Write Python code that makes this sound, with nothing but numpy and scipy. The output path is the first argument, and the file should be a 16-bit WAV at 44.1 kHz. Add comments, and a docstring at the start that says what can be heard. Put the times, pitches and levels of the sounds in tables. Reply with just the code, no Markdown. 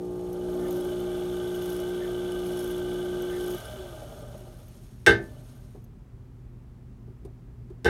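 """The belt drive of a pottery wheel, close to a single microphone in a small workshop.
The motor hums on the mains and runs up; its shaft whines, its bearings rattle, and the rubber belt
chirps, squeaks and swishes once a wheel turn. The power is cut and the drive coasts to rest.
A lever twice slams against the steel frame and sets it ringing, with light taps of the linkage between.
Behind it all lies the room tone, a low rumble of ventilation."""
import sys
import numpy as np
from scipy import signal
from scipy.fft import rfft, irfft, next_fast_len
from scipy.io import wavfile

SR = 44100
rng = np.random.default_rng(int(sys.argv[2]) if len(sys.argv) > 2 else 0)


def wrap_up_sound(samples):
    """Save the sound to the file named by the first command line argument, as 16-bit audio."""
    columns = np.atleast_2d(samples).T
    # keep every value between -1 and 1, then stretch to whole-number steps
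    tamed = np.clip(columns, -1, 1)
    steps = np.round(tamed * 32767).astype(np.int16)
    wavfile.write(sys.argv[1], SR, steps)


N = 347949
TIME = np.arange(N) / SR

# Room tone of the workshop. Each row: frequency in Hz, relative level in dB.
ROOM_SPECTRUM = [(30, -15), (42, -9), (51, -7), (62, -3.5), (85, -11.5), (125, -8), (174, -16.5),
                 (260, -15), (290, -27), (376, -21.5), (496, -33.5), (1040, -39.5), (4000, -55),
                 (16000, -62.5)]
# Light taps of the linkage. Each row: start in seconds, thump level in dB, tick level in dB.
LINKAGE_TAPS = [(5.19, -36, -65), (5.748, -42.5, -78), (7.078, -48, -78), (7.249, -41.5, -57),
                (7.7, -42.5, -66.5)]
# Low, damped resonances of the frame. Each row: centre in Hz, width in Hz, relative level in dB.
THUMP_MODES = [(366, 56, 4.5), (590, 160, -13.5)]
# The lever hits the frame. Each row: start in seconds, then thud, clang and crack strength in dB.
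LEVER_CONTACTS = [(5.0638, -21.5, -13, -14), (5.072, -16.5, -11.5, -45), (5.078, -22.5, -15, -27),
                  (5.092, -21.5, -29.5, -25), (5.11, -32, -22, -35), (7.846, -27, -33, -27.5),
                  (7.857, -19, -20, -41.5), (7.863, -30, -35, -28), (7.88, -22.5, -22, -42)]
# Modes of the steel frame. Each row: frequency in Hz, relative level in dB, seconds to fall 60 dB.
FRAME_MODES = [(78, -7.5, 0.51), (112, -7, 0.34), (200.4, -13, 0.47), (275.4, -16.5, 0.24),
               (337.6, -2.5, 0.31), (401.5, 4, 0.29), (457, 4.5, 0.16), (628, -20, .3), (812, -7.5, 0.17),
               (884, -14, 0.4), (1205, -21.5, 0.28), (1510, -4, 0.22), (1549, 2.5, 0.22), (1595, 1, .18),
               (1726, -8, 0.26), (1755, -8.5, 0.33), (1927, -12.5, .18), (2118, -6.5, 0.22),
               (2216, -16, .22), (2697, -8.5, 0.19), (3009, -10.5, 0.15), (3560, -8.5, .14),
               (3650, -12, 0.19), (3790, -17, .17), (4102, -22.5, 0.28), (4430, -24, 0.15),
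               (4620, -23, 0.25), (4872, -22.5, 0.18), (5524, -11.5, 0.09), (8090, -14.5, 0.11)]
# Dense ring of sheet metal and room. Each row: frequency in Hz, band gain in dB, seconds to fall 60 dB.
CLATTER_BANDS = [(75, -15, 0.35), (150.9, -22, 0.71), (410, -18.5, 0.48), (710, -21, 0.34),
                 (1050, -26, 0.19), (1664, -10.5, 0.24), (2382, -23, .24), (3640, -14, 0.18),
                 (4490, -21.5, .22), (5380, -18, 0.23), (7000, -29.5, 0.15), (8300, -21.5, .17),
                 (10600, -28.5, 0.15), (15000, -34, .14)]
# Resonances of the belt's chirp. Each row: centre in Hz, width in Hz, relative level in dB.
CHIRP_MODES = [(1780, 53, 9.5), (2010, 89, -2), (2090, 93, 2)]
# The belt peels loudly from its groove. Each row: start in seconds, relative level in dB.
LOUD_PEELS = [(0.3286, -39.5), (0.7053, -36.5), (1.6995, -35), (2.3191, -37), (2.589, -35), (3.2211, -35),
              (3.503, -39), (4.3784, -50), (5.841, -52)]
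# Rubber rubbing on iron. Each row: frequency in Hz, relative level in dB.
RUB_SPECTRUM = [(1000, 2), (2000, 0.5), (4200, 2), (4900, -1.5), (6600, 0.5), (7100, -4.5), (9900, 4.5),
                (10400, -16.5), (11500, -3.5), (13300, -4), (15800, -12)]
# Resonances of the iron pulley. Each row: centre in Hz, width in Hz, relative level in dB.
PULLEY_MODES = [(4380, 150, 0), (5400, 320, 0), (6110, 200, -1.5), (6596, 150, 5), (7550, 350, -3.5),
                (8630, 380, -11), (9440, 670, -2.5), (11530, 620, 2), (14840, 110, -6.5)]
# The motor shaft runs up and coasts down. Each row: time in seconds, speed in turns per second.
SHAFT_SPEED = [(0, 9), (.3, 12.5), (.5, 18), (.7, 23.5), (1.0, 26.5), (1.3, 27.7), (2.0, 28.5),
               (3.56, 28.8), (3.65, 27.6), (3.8, 25), (3.9, 23.3), (4.08, 20), (4.43, 15.6), (5.0, 9),
               (5.85, .5)]
# Whine of the shaft. Each row: multiple of the shaft speed, relative level in dB.
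SHAFT_TONES = [(15, 6), (20, -12.5), (22, -10.5), (23, -4.5), (24, 1.5), (30, -10.5), (32, -8.5), (39, -4)]
# The mount's response to the shaft tones. Each row: frequency in Hz, gain in dB.
MOUNT_RESPONSE = [(200, -34.5), (300, -21), (350, -5), (375, 1.5), (405, -18.5), (500, -36), (570, -12),
                  (615, -7.5), (700, -17.5), (790, -5), (920, -10), (1100, -31)]
# Resonances of mount, housing and bearings. Each row: centre in Hz, width in Hz, relative level in dB.
MOUNT_MODES = [(459, 22, -5), (580, 33, 2), (616.2, 20, 6), (688, 45, -6.5), (770, 65, -10),
               (903, 61, -17.5), (1214, 29, -13.5)]
HOUSING_MODES = [(1221.6, 69, -1), (1380, 110, -4.5), (1539, 44, 2.5)]
BEARING_MODES = [(2092, 79, -16), (2294, 62, -12.5), (2716, 27, -11.5), (2980, 42, -2), (3067, 110, -4),
                 (3353, 130, -4.5), (3488, 94, -6.5), (3875, 49, -11.5)]
# Broad rumble of the machine's body. 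Each row: frequency in Hz, relative level in dB.
BODY_SPECTRUM = [(40, -9.0), (65, 8.5), (100, -1), (200, 1.5), (280, -1), (440, 1.5), (510, -10),
                 (750, -1), (1000, -17.0), (1400, -10.5), (2200, -40.0)]
# Magnetic hum of the motor. Each row: multiple of the mains frequency, relative level in dB.
HUM_HARMONICS = [(2, -16.5), (3, -1.5), (4, -6.5), (5, -4.5), (6, 1), (7, -16.5), (8, -17), (9, -25.5),
                 (10, -29), (11, -27), (13, -25.5), (14, -26.5), (15, -32), (18, -34.5), (19, -41),
                 (20, -35.5)]

MAINS_HZ, POWER_OFF_S = 60, 3.555


def from_db(db):
    """Decibels to gain."""
    return 10 ** (np.asarray(db) / 20)


def unit_rms(x):
    """Scale to unit power."""
    return x / np.sqrt(np.mean(x ** 2) + 1e-20)


def at_hz(table, hz):
    """Columns of a table read on a log-frequency axis."""
    frequencies, *columns = np.transpose(table)
    return [np.interp(np.log(hz + 1e-9), np.log(frequencies), column) for column in columns]


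def white():
    """White noise."""
    return rng.standard_normal(N)


def drift(rate_hz):
    """A random wander of spread 1, mostly slower than the given rate."""
    size = next_fast_len(N // 20 + 2)
    hz = np.arange(size // 2 + 1) * SR / 20 / size
    slow = irfft(rfft(rng.standard_normal(size)) / (1 + (hz / rate_hz) ** 2), size)
    return np.interp(np.arange(N) / 20, np.arange(size), unit_rms(slow))


def coloured(x, spectrum):
    """Give a sound a broad spectrum, at unit power."""
    size = next_fast_len(N)
    hz = np.arange(size // 2 + 1) * SR / size
    return unit_rms(irfft(rfft(x, size) * from_db(at_hz(spectrum, hz)[0]), size)[:N])


def resonate(x, modes):
    """Parallel resonances, each applied twice for steep skirts; the sum has unit power."""
    out = 0
    for hz, width, db in modes:
        r = np.exp(-np.pi * width * np.sqrt(2) / SR)
        section = [(1 - r * r) / 2, 0, (r * r - 1) / 2, 1, -2 * r * np.cos(2 * np.pi * hz / SR), r * r]
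        out = out + from_db(db) * signal.sosfilt([section, section], x)
    return unit_rms(out)


def ring(clicks, hz, t60):
    """A unit click sets a sine of height 1 ringing."""
    r, w = np.exp(-np.log(1000) / (t60 * SR)), 2 * np.pi * hz / SR
    return signal.lfilter([0, np.sin(w)], [1, -2 * r * np.cos(w), r * r], clicks + 1e-18)


def fade(start_s, t60, rise_s):
    """Silence until the start, then a rounded rise and a decay."""
    age = np.clip(TIME - start_s, 0, 2 * t60)
    return (1 - np.exp(-age / rise_s)) * np.exp(-np.log(1000) * age / t60)


def throb(turns, depth_db):
    """A swell once a turn."""
    return unit_rms(from_db(depth_db * np.cos(2 * np.pi * turns)))


def once_every(turns, first, period, width):
    """A recurring swell of height 1; first peak, period and half width are in shaft turns."""
    away = (turns - first + period / 2) % period - period / 2
    return np.exp(-(away / width) ** 2)


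def rolling(turns, pace, repeat):
    """The same rough track is rolled over on every turn, mixed with fresh grit."""
    track = rng.standard_normal(1500)
    place = np.arange(len(track)) / len(track)
    repeating = np.interp(turns % 1, place, track) * np.sqrt(pace)
    return np.sqrt(repeat) * unit_rms(repeating) + np.sqrt(1 - repeat) * white()


def room_tone(rumble_db=-47, drone_db=-50, fan_db=-52.5, fan_hz=41.5):
    """Ventilation rumbles in the background, with a deep fan tone and a drone at twice the mains rate."""
    drone = np.sqrt(2) * np.sin(2 * np.pi * 2 * MAINS_HZ * TIME + 0.45 * drift(2.6))
    drone *= 1 + 0.1 * drift(4.8)
    fan = np.sqrt(2) * np.sin(2 * np.pi * fan_hz * TIME + 0.34 * drift(2))
    rumble = coloured(white(), ROOM_SPECTRUM)
    return from_db(rumble_db) * rumble + from_db(drone_db) * drone + from_db(fan_db) * fan


def linkage_taps():
    """Soft contacts wake the low, well damped part of the frame, each with a faint tick."""
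    thump = sum(from_db(db + 4.5) * fade(s, t60=0.14, rise_s=0.0042) for s, db, _ in LINKAGE_TAPS)
    tick = sum(from_db(db) * fade(s, t60=0.06, rise_s=0.0004) for s, _, db in LINKAGE_TAPS)
    return thump * resonate(white(), THUMP_MODES) + tick * coloured(white(), RUB_SPECTRUM)


def sheet_metal(spacing_hz=50, wash_db=2.5):
    """The many small modes of thin panels, at chance pitches, over a wash of room sound."""
    size = next_fast_len(N)
    present = rng.random(size // 2 + 1) < SR / size / spacing_hz
    modes = irfft(present * np.exp(2j * np.pi * rng.random(len(present))), size)[:N]
    return unit_rms(modes) + from_db(wash_db) * white()


def lever_clicks(hz, thud_hz=450, clang_hz=1600, crack_hz=6000):
    """The lever's contacts as clicks, with the strength that they have at one frequency."""
    clicks = np.zeros(N)
    for start_s, *levels in LEVER_CONTACTS:
        db = np.interp(np.log(hz), np.log([thud_hz, clang_hz, crack_hz]), levels)
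        clicks[min(round(start_s * SR), N - 1)] = from_db(db)
    return clicks


def lever_slams(modes_db=-2.5, crack_db=6.5, crack_t60=0.013):
    """Each contact rings the steel frame, over a short crack and a dense dying clatter."""
    out = from_db(modes_db) * sum((-1) ** k * from_db(db) * ring(lever_clicks(hz), hz, t60)
                                  for k, (hz, db, t60) in enumerate(FRAME_MODES))
    edges_hz = np.r_[50, 100, 180, np.geomspace(300, 17000, 18)]
    panels = sheet_metal(), sheet_metal()
    for k, (low, high) in enumerate(zip(edges_hz, edges_hz[1:])):
        hz = np.sqrt(low * high)
        db, tail_t60 = at_hz(CLATTER_BANDS, hz)
        energy = lever_clicks(hz) ** 2 + 1e-18
        tail, crack = (signal.lfilter([1], [1, -np.exp(-2 * np.log(1000) / (t60 * SR))], energy)
                       for t60 in (tail_t60, crack_t60))
        bandpass = signal.butter(3, [low, high], "band", fs=SR, output="sos")
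        band = unit_rms(signal.sosfilt(bandpass, panels[k % 2]))
        out = out + from_db(db) * np.sqrt(tail + from_db(crack_db) ** 2 * crack) * band
    return out


def belt_chirps(turns, pace, full_speed_db=-50.5):
    """A rough place on the belt scrapes the frame once a lap, fainter at low speed."""
    envelope = once_every(turns, first=9.25, period=37.5, width=1)
    return from_db(full_speed_db + 13 * np.log2(pace)) * envelope * resonate(white(), CHIRP_MODES)


def squeak(scale_s, pitch_hz=6400, fall=0.08, lower_db=-7):
    """Rubber sticks and slips: a click, then a falling rough note with its octave."""
    age = np.arange(0, 4, 1 / (scale_s * SR))   # in units of scale_s
    hz = pitch_hz * rng.uniform(0.84, 1.14) * np.exp(-fall * age)
    phase = 2 * np.pi * np.cumsum(hz) / SR + 0.13 * np.cumsum(rng.standard_normal(len(age)))
    note = (np.sin(2 * phase) + from_db(lower_db) * np.sin(phase)) * age * np.exp(1 - age ** 2)
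    click = np.diff(rng.standard_normal(len(age) + 1)) * np.exp(-2 * age)
    return (note + 0.45 * click) / np.sqrt(2)


def belt_peels(turns, swish, belt_db, grit_per_s=30, swish_grit_per_s=160):
    """The belt squeaks: a few loud peels, a slip on most shaft turns in a swish, and a fine grit."""
    new_turn = np.diff(np.floor(turns), prepend=0) > 0
    slips = np.flatnonzero(new_turn & (rng.random(N) < swish))
    grit_rate = (grit_per_s + swish_grit_per_s * swish) * (TIME < SHAFT_SPEED[-1][0])
    grit = np.flatnonzero(rng.random(N) < grit_rate / SR)
    events = ([(round(s * SR), db - 3.5) for s, db in LOUD_PEELS]
              + [(i, belt_db[i] + 10) for i in slips]
              + [(i, belt_db[i] + 1) for i in grit])
    out = np.zeros(N)
    for start, db in events:
        sound = squeak(scale_s=0.0046 * rng.uniform(0.68, 1.4))[:N - start]
        out[start:start + len(sound)] += from_db(db) * sound
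    return out


def belt_rub(turns, pace, belt_db):
    """The belt rubs with a fine grain and sets the pulley singing; at low speed it catches unevenly."""
    catching_db = 3.5 * (1 - pace) * drift(10)
    rub = coloured(white() * from_db(1.4 * drift(300)), RUB_SPECTRUM)
    pulley = resonate(rolling(turns, pace, repeat=0.27), PULLEY_MODES)
    pulley_db = 0.91 * belt_db - 13 + catching_db
    return from_db(belt_db + 0.5 * catching_db) * rub + from_db(pulley_db) * pulley


def shaft_whine(turns, speed, pace, gain_db=-45.5, flutter=0.46):
    """Shaft tones swell as they glide through the mount's resonances."""
    out = 0
    for multiple, db in SHAFT_TONES:
        mount_db, = at_hz(MOUNT_RESPONSE, multiple * speed)
        gain = from_db(db + mount_db) * (1 + flutter / 2 * drift(10))
        phase = 2 * np.pi * (multiple * turns + rng.random()) + flutter * drift(7.8)
        out = out + gain * np.sqrt(2) * np.sin(phase)
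    return from_db(gain_db + 10 * np.log2(pace)) * out


def motor_rattle(turns, pace, vigour, pull, rumble_db=-48.5, housing_db=-51, bearing_db=-52):
    """Rolling noise shakes mount, housing and bearings, each growing with the vigour by its own law."""
    # the mount is shaken on every turn, a little harder on every second one
    shaking = rolling(turns, pace, repeat=0.22) * throb(turns, 4) * throb(turns / 2, 2.3)
    mount = resonate(shaking, MOUNT_MODES)
    body = coloured(white(), BODY_SPECTRUM)
    # the housing sings the high shaft tones that fall on its resonance; they beat once a turn
    singing = sum(np.sin(2 * np.pi * k * turns + 0.6 * drift(12)) for k in (53, 54, 55))
    housing = resonate(white() * throb(turns, 1.1) + from_db(-26) * singing, HOUSING_MODES)
    # the balls pass a rough spot about two and a half times a turn
    rattle = throb(2.46 * turns, 3.3) * throb(turns, 2.2)
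    bearing = resonate(rolling(turns, pace, repeat=0.14), BEARING_MODES) * rattle
    # the rumble holds even above a vigour of 0.57 and falls steeply below it
    rumble_gain = from_db(rumble_db + 5 * pull) / np.sqrt(1 + (0.57 / vigour) ** 13)
    return (rumble_gain * (mount + from_db(-0.5) * body)
            + from_db(housing_db + 19.5 * np.log2(vigour)) * housing
            + from_db(bearing_db + 21 * np.log2(vigour)) * bearing)


def motor_hum(slip, pull, main_harmonic=6, off_t60=0.058):
    """Mains harmonics swell as the motor pulls; the high buzz is harsher while the rotor lags."""
    low_buzz_db = -43.5 + 4.5 * pull
    main_db = -32.5 + 2.5 * pull - 5 * slip
    high_buzz_db = main_db + 7 * slip
    out = 0
    for k, db in HUM_HARMONICS:
        level_db = low_buzz_db if k < main_harmonic else main_db if k == main_harmonic else high_buzz_db
        waver = 0 if k == main_harmonic else 0.18
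        phase = 2 * np.pi * (k * MAINS_HZ * TIME + rng.random()) + waver * drift(8)
        out = out + from_db(db + level_db) * (1 + waver * drift(2.6)) * np.sqrt(2) * np.sin(phase)
    return out * np.exp(-np.log(1000) * np.maximum(TIME - POWER_OFF_S, 0) / off_t60)


def scene(brake_on_s=5.12, brake_rise_s=0.13, rest_s=5.9):
    """What reaches the microphone: the drive up close, the lever and its linkage, the room behind."""
    speed = np.interp(TIME, *np.transpose(SHAFT_SPEED))
    turns = np.cumsum(speed) / SR
    pace = speed / speed.max()
    powered = TIME < POWER_OFF_S
    slip = powered * (1 - pace)
    # an induction motor pulls hardest part of the way up, here at 20.8 turns per second
    pull = powered * np.exp(-((speed - 20.8) / 4.7) ** 2)
    brake = np.clip((TIME - brake_on_s) / brake_rise_s, 0, 1)
    # vigour of the shaking is 1 at full speed; a lagging rotor and the dragging brake add to it
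    vigour = pace + 0.28 * slip + 0.29 * brake
    swish = pace ** 2 * once_every(turns, first=11.6, period=25.6, width=4.5)   # once a wheel turn
    belt_db = -54 + 9 * np.log2(vigour) + 2.5 * swish
    moving = np.clip((rest_s - TIME) / 0.18, 0, 1)
    drive = moving * (motor_rattle(turns, pace, vigour, pull) + shaft_whine(turns, speed, pace)
                      + belt_rub(turns, pace, belt_db))
    mix = (drive + motor_hum(slip, pull) + belt_chirps(turns, pace) + lever_slams() + linkage_taps()
           + room_tone() + belt_peels(turns, swish, belt_db))
    return mix[None]


def record(dry, low_cut_hz=35, high_cut_hz=15800):
    """The mono microphone signal goes through a steep low cut and high cut."""
    dry = signal.sosfilt(signal.butter(8, low_cut_hz, "high", fs=SR, output="sos"), dry)
    return signal.sosfilt(signal.ellip(10, 0.1, 80, high_cut_hz, fs=SR, output="sos"), dry)


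dry = scene()
out = record(dry)
wrap_up_sound(out)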